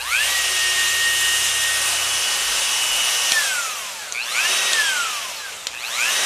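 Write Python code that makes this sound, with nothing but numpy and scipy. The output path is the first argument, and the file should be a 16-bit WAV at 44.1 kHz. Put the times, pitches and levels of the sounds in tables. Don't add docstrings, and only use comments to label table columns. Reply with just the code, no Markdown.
import sys
import numpy as np
from scipy import signal
from scipy.fft import rfft, irfft
from scipy.io import wavfile
from scipy.ndimage import uniform_filter1d

SR = 44100
rng = np.random.default_rng(int(sys.argv[2]) if len(sys.argv) > 2 else 0)


def materialize(psi):
    bounded = np.clip(np.atleast_2d(psi).T, -1, 1)
    quanta = np.round(bounded * 32767).astype(np.int16)
    wavfile.write(sys.argv[1], SR, quanta)


def nominal_scale(level):
    x = np.asarray(level, float) / 20
    return 10 ** x


N = 275625
TIME = np.arange(N) / SR
FULL_HZ = 372


def rms_one(x):
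    return x / np.sqrt(np.mean(x ** 2) + 1e-20)


def in_time(rows):
    s, *columns = np.transpose(rows)
    return [np.interp(TIME, s, column) for column in columns]


def at_hz(points, hz):
    point_hz, point_db = np.transpose(points)
    return np.interp(np.log(hz), np.log(point_hz), point_db)


def drift(rate_hz):
    r = np.exp(-80 * np.pi * rate_hz / SR)
    draws = rng.standard_normal(N // 40 + 2002)
    slow = signal.lfilter([1], [1, -2 * r, r * r], draws)[2000:]
    return np.interp(np.arange(N) / 40, np.arange(len(slow)), rms_one(slow))


def peak(x, hz, width_hz, db):
    r = np.exp(-np.pi * width_hz / SR)
    band_gain = (1 - r * r) / 2 * np.array([1, 0, -1])
    band = signal.lfilter(band_gain, [1, -2 * r * np.cos(2 * np.pi * hz / SR), r * r], x)
    return x + (nominal_scale(db) - 1) * band


# first_from_s, first_to_s, second_from_s, second_to_s
MOVES = (1.55, 1.9, 3.9, 4.3)


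def posed(levels):
    one, two, three = levels
    return np.interp(TIME, MOVES, [one, two, two, three])


# on_s, pull_up_s, peak_hz, settled_hz, off_s (hz = shaft turns per second)
RUNS = [
    (-.22, .55, 385, 372.1, 3.32),
    (4.135, .427, 380.5, 377.5, 4.71),
    (5.726, .467, 380.5, 378, 6.3),
]
PULL_UP = [(0, 0), (.1, .033), (.2, .13), (.35, .33), (.5, .55), (.65, .755), (.78, .9), (.885, .987),
           (1, 1)]


def shaft_speed():
    friction_hz_per_s, drag_per_s = 150, .55
    settle_s, swing_s = .16, 1.0
    speed, rest_hz = np.zeros(N), friction_hz_per_s / drag_per_s
    for on_s, pull_s, peak_hz, settled_hz, off_s in RUNS:
        left_hz = np.interp(on_s, TIME, speed)
        gained = np.interp((TIME - on_s) / pull_s, *np.transpose(PULL_UP))
        rising = left_hz + (peak_hz - left_hz) * gained
        held_s = np.maximum(TIME - on_s - pull_s, 0)
        overshoot = np.exp(-held_s / settle_s) * np.cos(2 * np.pi * held_s / swing_s)
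        driven = rising - (peak_hz - settled_hz) * (1 - overshoot)
        off_hz = np.interp(off_s, TIME, driven)
        coasting = (off_hz + rest_hz) * np.exp(-drag_per_s * (TIME - off_s)) - rest_hz
        speed = np.where(TIME < on_s, speed, np.where(TIME < off_s, driven, coasting))
    return uniform_filter1d(speed, size=900, mode="nearest")


def states(speed):
    slope = np.gradient(speed) * SR
    pulling = uniform_filter1d((slope > 100) * 1., size=1500)
    coasting = uniform_filter1d((slope < -100) * 1., size=1500)
    return pulling, coasting, np.interp(speed, (355, 367), [0, 1])


# start_s, stop_s
THROBBING = [
    (0, 3.32),
    (4.14, 4.4),
    (5.69, 6.3),
]


def current(speed):
    pulse_hz, lead_turns = 120, .07
    on = sum((TIME > start) & (TIME < stop) for start, stop in THROBBING)
    on = uniform_filter1d(on * 1., size=200)
    sharpness = on * (1.24 + 1.0 * (1 - speed / speed.max()))
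    lumps = np.exp(sharpness * np.cos(2 * np.pi * (pulse_hz * TIME + lead_turns)))
    return lumps / np.i0(sharpness)


def shaft_angle(speed):
    hunted_hz = speed + .25 * drift(1.5)
    return 2 * np.pi * np.cumsum(hunted_hz) / SR + .028 * drift(14)


def tone(angle, order, waver_db):
    phase = rng.uniform(0, 2 * np.pi)
    return np.sqrt(2) * nominal_scale(waver_db * drift(18.5)) * np.sin(order * angle + phase)


# multiple, loss_when_coasting_db, then trim at full speed pose1_db, pose2_db, pose3_db
WHINE_LAW = [
    (5, -4, -0.2, -0.2, 0.5),
    (8, 15, -10, -2.5, -2.5),
    (10, -4, -0.5, -6, 8.5),
    (16, 11, -3, -2, 0.5),
    (24, 10, 3.5, -1.5, 4.5),
    (26, -9, -1, 2.5, -12),
    (3, 4, -19, -3.5, -19),
]
# pose1_db, pose2_db, pose3_db, coasting_loss_db per halving of speed
GLIDE_TRIM_DB = [
    (1.7, -2.5, -2.5, 5.5),
    (3, 4, 1, .1),
    (.1, 0.5, -2, 3.5),
    (-3, 10, -2, 32),
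    (-9, -16, -4, 1),
    (3, -1.3, -4, 1),
    (-2, 7, 8, -6),
]
# pitch_hz, level_db
WHINE_COLOUR = [
    [(650, -59), (850, -43), (1100, -38), (1350, -29.5), (1520, -23.5), (1620, -30.5), (1740, -21),
     (1860, -32)],
    [(1400, -52), (1800, -40), (2050, -42.5), (2250, -31.5), (2450, -30.5), (2700, -35), (2850, -33),
     (2980, -33.5)],
    [(1200, -56), (1600, -36), (2000, -59), (2500, -42), (2900, -48), (3150, -31), (3450, -39),
     (3720, -41.5)],
    [(1800, -46), (2500, -35), (2750, -36), (3350, -35), (3900, -30.5), (4500, -34), (5200, -45),
     (5800, -37)],
    [(2600, -43), (3700, -38), (4300, -26), (5500, -71), (7000, -27), (8000, -50), (8930, -41.5)],
    [(3000, -64), (4500, -60), (6000, -52), (8000, -45), (9670, -40)],
    [(500, -81), (900, -86), (1115, -39.5)],
]
# time_s, bearing_load_db, bent_shaft_hum_db, vents_uncovered_db
HANDLING = [(.28, .1, -72, 5), (.38, 4.5, -52, 1.5), (.52, 2, -47.5, 2), (.82, 5, -47.5, -6),
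            (1.3, 6.5, -50.5, 11), (1.48, -3.5, -54, -10), (1.7, 5.5, -57.5, -12), (1.92, -3.5, -54, 1.5),
            (2.15, -9, -60, -0.5), (2.36, -3.5, -52.5, 0), (2.6, -9, -62, -0.5), (2.85, -11, -58, 3.5),
            (3.3, -4, -62, 4.5), (4.55, -6, -47, -2.5), (4.68, -0.5, -46, 0), (6.12, -8, -51, -4),
            (6.2, -1, -43, 1)]


def whine_levels(speed):
    _, coasting, running = states(speed)
    load_db, _, vents_db = in_time(HANDLING)
    hand_db = {5: load_db, 8: vents_db}
    for law, glide, colour in zip(WHINE_LAW, GLIDE_TRIM_DB, WHINE_COLOUR):
        order, coast_db, *trim_db = law
        *glide_db, fade_db = glide
        order = round(order)
        steady_db = posed(trim_db) + hand_db.get(order, 0)
        gliding_db = posed(glide_db) + 2.2 * drift(13.5) * coasting
        lost_db = (coast_db + fade_db * np.log2(FULL_HZ / speed)) * coasting
        trimmed_db = running * steady_db + (1 - running) * gliding_db
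        yield order, at_hz(colour, order * speed) - lost_db + trimmed_db


def shaft_hum(speed, angle):
    hum_db = in_time(HANDLING)[1] - 22 * (1 - states(speed)[2])
    return nominal_scale(hum_db) * tone(angle, order=1, waver_db=2.3)


# pose1_db, pose2_db, pose3_db
FAN_COAST_DB = (.1, .1, -4)


def whines(speed, angle, roar_db, lumps):
    slack = 1 - speed / speed.max()
    pulled = uniform_filter1d((np.gradient(speed) > 0) * 1., size=800)
    throb_depth = {8: .9, 16: .2 + slack, 24: 1.2 * slack}
    out = np.zeros(N)
    for order, level_db in whine_levels(speed):
        if order == 26:
            fan_db = roar_db + posed(FAN_COAST_DB) - 19 + 30 * np.minimum(slack, .3)
            fan_db = fan_db - 60 * np.maximum(slack - .48, 0) - 14 * pulled
            level_db = np.maximum(level_db, fan_db)
        line = nominal_scale(level_db) * lumps ** throb_depth.get(order, 0) * tone(angle, order, waver_db=2.2)
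        if order in throb_depth:
            line = peak(peak(line, 2620, 400, 8), 3150, 300, -13)
        out = out + line
    return out


# pitch_hz, level_db
SLOT_COLOUR = [(2500, -56), (3200, -53), (3800, -38), (4500, -36), (5200, -67), (9000, -44), (12000, -47)]
# pose1_db, pose2_db, pose3_db
BUZZ_DB = (-29, -40, -50)


def slot_buzz(speed, angle, lumps):
    slack = 1 - speed / speed.max()
    drive = np.clip(uniform_filter1d(np.abs(lumps - 1), size=2000), .12, 1) * lumps ** slack
    top = nominal_scale(at_hz(SLOT_COLOUR, 32 * speed)) * drive * tone(angle, order=32, waver_db=0.5)
    buzz = nominal_scale(posed(BUZZ_DB)) * states(speed)[2] * (lumps - 1) * tone(angle, order=8, waver_db=0.0)
    ring = peak(buzz, 2720, 560, 4.83) - buzz
    return top + 2 * ring


FAINT_ORDERS = (3, 4.08, 6, 6.9, 7, 9, 10.92, 12, 13, 14, 15, 17, 20, 23, 29)
FAINT = [-23.5, -21.5, -23, -18.5, -19, -18, -24.5, -21, -24.5, -20, -24, -23, -23.5, -20, -24]
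# pitch_hz, level_db per Hz
AIR = [(15, -52), (25, -25), (55, -25.5), (253, -23), (368, -22), (410, -19), (522, -12.5), (848, -10),
       (1140, -10.5), (1620, -8), (2920, -2.5), (4150, -5.5), (5880, -5.5), (9540, -9), (15500, -24.5)]


def faint_tones(speed, angle, roar_db):
    out, coasting = np.zeros(N), states(speed)[1]
    for order, level_db in zip(FAINT_ORDERS, FAINT):
        radiated_db = at_hz(AIR, order * speed) - at_hz(AIR, order * speed.max())
        level_db = roar_db + level_db + np.minimum(radiated_db, 9) + 0.5 * coasting + 0.33 * drift(8.6)
        out = out + nominal_scale(level_db) * tone(angle, order, waver_db=4.5)
    return out


def tones(speed, roar_db, lumps):
    angle = shaft_angle(speed)
    out = shaft_hum(speed, angle) + whines(speed, angle, roar_db, lumps)
    return out + slot_buzz(speed, angle, lumps) + faint_tones(speed, angle, roar_db)


# pose1_db, pose2_db, pose3_db
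NOISE_DB = [
    (-31.5, -29, -27),
    (-24, -24, -23),
    (-23.5, -22.5, -23),
    (-36.5, -36.5, -38),
]
# loss_db per halving of speed, pull_up_gain_db, floor_db
NOISE_LAW = [
    (12.5, 0, -38.5),
    (10.5, 0.5, -42),
    (12, 0.2, -39),
    (9, 2.5, -72),
]


def motor_levels(speed):
    halvings, pulling = np.log2(FULL_HZ / speed), states(speed)[0]
    levels_db = []
    for full_db, (loss_db, pull_db, floor_db) in zip(NOISE_DB, NOISE_LAW):
        layer_db = posed(full_db) - loss_db * halvings + pull_db * pulling
        levels_db.append(20 * np.log10(np.hypot(nominal_scale(layer_db), nominal_scale(floor_db))))
    return levels_db


# pitch_hz, width_hz, lift_db
HOUSING = [(548, 10, 4), (1202, 180, 5), (1673, 70, 0.5), (2590, 120, 2.5), (2720, 84, 0.5),
           (6080, 1100, 1.5), (8870, 120, 2), (4250, 330, -3.5), (4760, 440, -2.5)]


def air(speed, levels_db, lumps):
    edges, out = 25 * 2 ** np.arange(0, 9.4, 1 / 3), 0
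    centres = np.log([700, 2600, 6400, 11500])   # Hz, of the four noise layers
    change_db = [level - np.median(level) for level in levels_db]
    white, together = rng.standard_normal((2, N)), drift(13.4)
    for k, (low, high) in enumerate(zip(edges, edges[1:])):
        hz = np.sqrt(low * high)
        place = np.interp(np.log(hz), centres, np.arange(4))
        follow_db = sum(max(1 - abs(place - j), 0) * change_db[j] for j in range(4))
        follow_db = follow_db * np.clip(np.log2(hz / 60) / 2.1, .2, 1)
        flicker_db = .5 * together + (0.24 + hz / 12000) * drift(16.0) + 1.11 * drift(1.0)
        third_octave = signal.butter(2, [low, high], "band", fs=SR, output="sos")
        band = signal.sosfilt(third_octave, white[k % 2])
        out = out + nominal_scale(at_hz(AIR, hz) + follow_db + flicker_db) * band
    for hz, width_hz, db in HOUSING:
        out = peak(out, hz, width_hz, db)
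    sparks = 1 + 0.28 * (1 - speed / speed.max()) * (lumps - 1)
    return nominal_scale(-23.0) * rms_one(out) * sparks


# time_s, peak_db, ring_hz, lower_ring_hz, lower_ring_db
SNAPS = [
    (3.319, 1.5, 6000, 3170, -8),
    (4.123, -4.5, 6300, 3670, -18),
    (4.732, 1, 6900, 3600, -9),
    (5.669, -1.5, 6800, 4080, -12),
]


def switch():
    out, t = np.zeros(N), np.arange(1500) / SR
    low_pass = signal.butter(4, 8800, fs=SR, output="sos")
    high_pass = signal.butter(1, 350, "high", fs=SR, output="sos")
    for s, db, high_hz, low_hz, low_db in SNAPS:
        contacts = rng.standard_normal(1500) * np.exp(-t / 0.0017) * np.clip(t / 0.00077, 0, 1)
        high_ring = peak(contacts, high_hz, 1000, 17.0)
        low_ring = nominal_scale(low_db + 23.0) * (peak(contacts, low_hz, 1300, 9.2) - contacts)
        snap = signal.sosfilt(low_pass, 0.16 * contacts + high_ring + low_ring) + 0.08 * contacts
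        snap = signal.sosfilt(high_pass, snap)
        at = round(s * SR)
        out[at:at + 1500] += nominal_scale(db) * snap / np.abs(snap).max()
    return out


def workshop(x):
    t60_s = .3
    t = np.arange(int(.5 * SR)) / SR
    tail = rng.standard_normal(len(t)) * nominal_scale(-60 * t / t60_s) * (t > .004)
    tail = signal.lfilter([1], [1, -.4], tail)
    return signal.fftconvolve(x, tail / np.sqrt(np.sum(tail ** 2)))[:N]


# time_s, crank_hz (turns per second), level_db
ENGINE = [(0, 30, -53), (.46, 30, -51), (.93, 32.7, -54.5), (1.47, 34, -52), (2.1, 34.4, -54),
          (2.29, 29.4, -63), (2.49, 25, -47), (2.78, 29.7, -64), (2.93, 20, -48)]


def engine():
    crank, level_db = in_time(ENGINE)
    fade_db = 85 * np.maximum(TIME - ENGINE[-1][0], 0)
    third_db = -51.5 - 4 * np.maximum(32 - crank, 0)
    angle = 2 * np.pi * np.cumsum(crank) / SR
    firing = nominal_scale(level_db) * np.sin(2 * angle) + nominal_scale(third_db) * np.sin(3 * angle)
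    return np.sqrt(2) * nominal_scale(-fade_db) * firing


# time_s, centre_hz
FLECKS = [(.356, 4750), (.356, 7600), (.403, 10300), (.89, 6300), (1.169, 7600), (1.216, 6950),
          (1.61, 5750), (1.843, 7300), (1.866, 8600), (1.866, 10800), (2.353, 4700), (2.446, 8600),
          (2.887, 6300), (2.911, 5000), (2.911, 10800), (3.398, 8300)]
# pitch_hz, level_db
FLECK_COLOUR = [(4700, -36), (5700, -33.5), (8600, -34.5), (11100, -41)]


def side_flecks():
    out, hz = np.zeros(N), np.arange(1025) * SR / 2048
    for s, centre_hz in FLECKS:
        in_band = np.abs(hz / centre_hz - 1) < .2 / 2
        band = rms_one(irfft(rfft(rng.standard_normal(2048)) * in_band))
        at = round(s * SR) - 1024
        out[at:at + 2048] += nominal_scale(at_hz(FLECK_COLOUR, centre_hz)) * band * np.kaiser(2048, 5)
    return out * [[1], [-1]]


def scene():
    speed = shaft_speed()
    levels_db, lumps = motor_levels(speed), current(speed)
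    near = tones(speed, levels_db[1], lumps) + switch()
    mono = near + air(speed, levels_db, lumps) + nominal_scale(-13) * workshop(near) + engine()
    return np.array([mono, mono])


def top_cut(x):
    return signal.sosfilt(signal.butter(12, 15640, fs=SR, output="sos"), x)


def record(dry):
    limited = .5 * np.tanh(dry / .5)
    cut = signal.sosfilt(signal.cheby2(12, 60, 15800, fs=SR, output="sos"), limited)
    return top_cut(cut + side_flecks())


dry = scene()
out = record(dry)
materialize(out)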